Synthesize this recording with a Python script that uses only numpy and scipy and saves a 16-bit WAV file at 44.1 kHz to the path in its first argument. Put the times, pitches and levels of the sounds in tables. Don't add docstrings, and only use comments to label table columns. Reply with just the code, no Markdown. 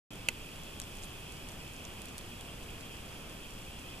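import sys
import numpy as np
from scipy import signal
from scipy.fft import rfft, irfft
from scipy.io import wavfile

SR = 44100
rng = np.random.default_rng(int(sys.argv[2]) if len(sys.argv) > 2 else 0)


def output_pcm(signal):
    pcm = np.clip(np.atleast_2d(signal).T, -1, 1) * 32767
    wavfile.write(sys.argv[1], SR, np.round(pcm).astype(np.int16))


N = 176400


def undb(db):
    return 10 ** (np.asarray(db) / 20)


def tone_curve(points, n):
    hz, db = np.array(points, float).T
    return undb(np.interp(np.log(np.fft.rfftfreq(n, 1 / SR) + 1e-9), np.log(hz), db))


def shaped_noise(points, n):
    noise = irfft(rfft(rng.standard_normal((2, n))) * tone_curve(points, n), n)
    return noise / noise.std()


def sides(pan_db):
    return undb(np.array([[1], [-1]]) * pan_db / 2)


def waver(rate_hz):
    slow = np.exp(-(np.fft.rfftfreq(N, 1 / SR) / rate_hz) ** 2)
    wobble = irfft(rfft(rng.standard_normal(N)) * slow, N)
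    return wobble / wobble.std()


def add(out, start_s, sound):
    i = int(np.clip(start_s * SR, 0, N - 1))
    out[:, i:i + sound.shape[1]] += sound[:, :N - i]


# frequency in Hz, level in dB per Hz.
AIR_SHARED = [(15, -70.5), (31, -72.5), (50, -72), (95, -73.5), (160, -75), (300, -78.8), (420, -82),
              (800, -86.5), (1250, -89), (1650, -92), (2200, -93), (4000, -95.5), (6000, -97.5),
              (8300, -97), (10500, -99), (14000, -101.2)]
# frequency in Hz, level in dB per Hz.
AIR_OPPOSITE = [(15, -106), (50, -85), (150, -88.5), (400, -89), (800, -91), (1600, -95), (4000, -98),
                (6500, -98.5), (8500, -95.5), (10500, -99.5), (14000, -102)]
# frequency in Hz, pan in dB.
AIR_PAN = [(100, 0), (1200, -.5), (4000, -1.5), (6000, -1), (8200, -3), (9200, -2.5), (10200, 4),
           (12500, -0.5)]
# time in seconds, change of level in dB.
HISS_DRIFT = [(0, -2), (.7, -0.5), (1.4, -0.8), (2.1, -1.1), (2.6, -1), (4, -1.3)]


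def air():
    shared, opposite = (rfft(rng.standard_normal(N)) * tone_curve(points, N) * np.sqrt(SR / 2)
                        for points in (AIR_SHARED, AIR_OPPOSITE))
    lean = np.sqrt(tone_curve(AIR_PAN, N))
    spectrum = np.array([(shared + opposite) * lean, (shared - opposite) / lean])
    treble = np.fft.rfftfreq(N, 1 / SR) > 3100
    drift_db = np.interp(np.arange(N) / SR, *np.array(HISS_DRIFT).T)
    hiss = irfft(spectrum * treble, N) * undb(drift_db)
    rush = irfft(spectrum * ~treble, N) * undb(.5 * waver(rate_hz=3.9))
    return rush + hiss


# pitch in Hz, width in Hz, typical level in dB, pan in dB,
# lag of the right side in radians.
WHIRR_BANDS = [(2316, 170, -69, -9, 0.7), (2569, 244, -57.5, -5.5, 1.68), (2853, 160, -62, 0, 1.33),
               (3203, 336, -58.5, 2, 1.02), (3476, 150, -65.5, -0.5, 1.6), (5080, 300, -67, -0.5, 3.5),
               (7800, 160, -70, 0, 4), (7880, 8, -73.5, -9, 2.8), (7897, 8, -70.5, -2.5, 2.8),
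               (29.9, 9.9, -57.5, -2, 0)]


def whirr():
    freqs, out = np.fft.rfftfreq(N, 1 / SR), 0
    for hz, width, level_db, pan_db, lag in WHIRR_BANDS:
        spectrum = rfft(rng.standard_normal(N)) / (1 + ((freqs - hz) / width * 2) ** 4) ** .5
        band = irfft(spectrum * np.exp(-1j * np.array([[0], [lag]])), N)
        flutter_db = 1.36 * waver(rate_hz=19)
        out = out + band / band.std() * undb(level_db + flutter_db) * sides(pan_db)
    return out


# frequency as a multiple of the tick's pitch, relative level in dB.
SPLASH_TONE = [(.05, -14), (.2, -17), (.45, 1), (.62, -8), (.8, 5), (1.08, 0.5), (1.3, -5), (1.8, -16),
               (3, -16)]


def drip(level_db, hz, splash_ms, pan_db):
    t = np.arange(SR // 16) / SR
    tick_s, splash_s, scatter_s = .00028, splash_ms * 1e-3, .011
    tick = np.sin(2 * np.pi * hz * t) * np.exp(-t / tick_s)
    splash_fade = undb(-.5) * np.sqrt(2 * tick_s / splash_s) * np.exp(-t / splash_s)
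    scatter_fade = undb(-25) * np.exp(-t / scatter_s)
    spray = shaped_noise([(multiple * hz, db) for multiple, db in SPLASH_TONE], len(t))
    return undb(level_db) * sides(pan_db) * (tick + np.hypot(splash_fade, scatter_fade) * spray)


def far_drips(per_second=29):
    out = np.zeros((2, N))
    for when, size, pitch, side in rng.random((int(per_second * N / SR), 4)):
        drop = drip(level_db=-49 + 6 * (2 * size - 1), hz=5000 + 5000 * pitch,
                    splash_ms=1.5, pan_db=4 * (2 * side - 1))
        add(out, when * N / SR, drop)
    return out


# start in seconds, level in dB, pitch of the tick in Hz,
# fade time of the splash in milliseconds, pan in dB.
NEAR_DRIPS = [(.4182, -41, 5500, .8, -1), (.6352, -42, 7500, .8, 1), (0.8002, -25.5, 8400, 0.54, -4),
              (0.8172, -29.3, 6900, .8, -4), (.8384, -41, 8400, 1.2, -1), (.9628, -48, 8000, 1.2, -1),
              (0.986, -43, 6000, 1.2, -3), (1.0221, -40, 9000, 1.5, -1.5), (1.0292, -40, 6000, 2.5, -4),
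              (1.035, -33.5, 8500, 4.3, -1), (1.0417, -42, 8800, 2.5, 0), (1.0445, -37, 9300, 3.3, 0),
              (1.0535, -42, 9800, 2.5, 2), (1.2058, -46, 9500, .9, 0), (1.3121, -45, 9000, 1.2, 0),
              (1.322, -37.5, 9200, 1.5, 1), (1.4880, -35, 8800, 1.1, -4), (1.4944, -43, 6500, 1.2, 1),
              (1.5191, -41, 8000, .9, 4), (1.7651, -41, 6500, 1.6, -2), (1.8516, -36, 6940, 1.6, -9),
              (1.937, -43.5, 10000, 1.2, 0), (2.019, -36.3, 10000, 0.87, -7), (2.056, -34.5, 9600, 1.8, 0),
              (2.0856, -42, 7800, 1.5, 0), (2.1811, -29, 9600, 1.1, -2.5), (2.1885, -37, 7400, 2.5, -2.5),
              (2.2112, -42, 4500, 1.2, 0), (2.4104, -37, 9400, .7, -8), (2.6384, -44, 8000, .9, 0),
              (2.7043, -45, 8000, .7, 0), (2.8092, -37.5, 7040, .5, -1), (3.2968, -36.5, 8460, 0.77, -1),
              (3.4352, -42, 7000, .7, -1.5), (3.4843, -51, 7500, .8, 0), (3.7947, -40, 8000, 1.4, 0)]


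def near_drips():
    out = np.zeros((2, N))
    for start_s, level_db, hz, splash_ms, pan_db in NEAR_DRIPS:
        add(out, start_s, drip(level_db, hz, splash_ms, pan_db))
    return out


# pitch in Hz, relative level in dB,
# seconds to fade by 60 dB, pan in dB, lag of the right side in radians.
SHELL_NOTES = [(310, -43, 0.023, 10, 0), (560, -31, 0.019, 5.5, 0), (910, -40, 0.051, 9, 0),
               (1460, -41, 0.032, -18, 0.57), (2050, -29, 0.03, -7, 0.47), (2520, -34.5, .016, -2, 0.34),
               (2650, -21.5, 0.022, -9.5, 0.36), (2960, -28, 0.019, 0, .6), (4230, -31, 0.021, -7, 0.43),
               (4530, -30, 0.018, 7, .3), (6400, -28, 0.011, 8, 0.28), (7000, -30, 0.012, 3, .5),
               (7530, -30, .009, 0, .5), (8900, -28, 0.012, 8, .6)]
# frequency in Hz, relative level in dB.
CRACK_TONE = [(300, -13), (1200, -7), (2600, -14), (3600, -18), (5300, -5), (6500, 2), (9500, 0),
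              (11500, -8.5), (15000, -15)]


def knock(start_s=.2863):
    t, out = np.arange(SR // 10) / SR, np.zeros((2, N))
    rise_s, impact_s, crack_s = .00035, .00188, .0028
    ring = 0
    for hz, level_db, fade_s, pan_db, lag in SHELL_NOTES:
        note = np.sin(2 * np.pi * hz * t - np.array([[0], [lag]]))
        ring = ring + undb(level_db) * sides(pan_db) * note * np.exp(-np.log(1000) * t / fade_s)
    push = np.sin(np.pi * np.minimum(t / impact_s, 1))
    impact = undb(-18.5) * sides(pan_db=-2) * np.sin(2 * np.pi * 2676 * t) * push
    crack = undb(-24) * shaped_noise(CRACK_TONE, len(t)) * np.exp(-t / crack_s)
    rise = 1 - np.exp(-t / rise_s)
    add(out, start_s, undb(.5) * (ring + impact + crack) * rise)
    return out


def scene():
    return air() + whirr() + knock() + near_drips() + far_drips()


def record(dry):
    start_s, top_hz = .1055, 14300
    switched_on = np.arange(N) / SR >= start_s
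    treble_cut = signal.ellip(10, .1, 70, top_hz, fs=SR, output="sos")
    return signal.sosfilt(treble_cut, dry * switched_on)


dry = scene()
out = record(dry)
output_pcm(out)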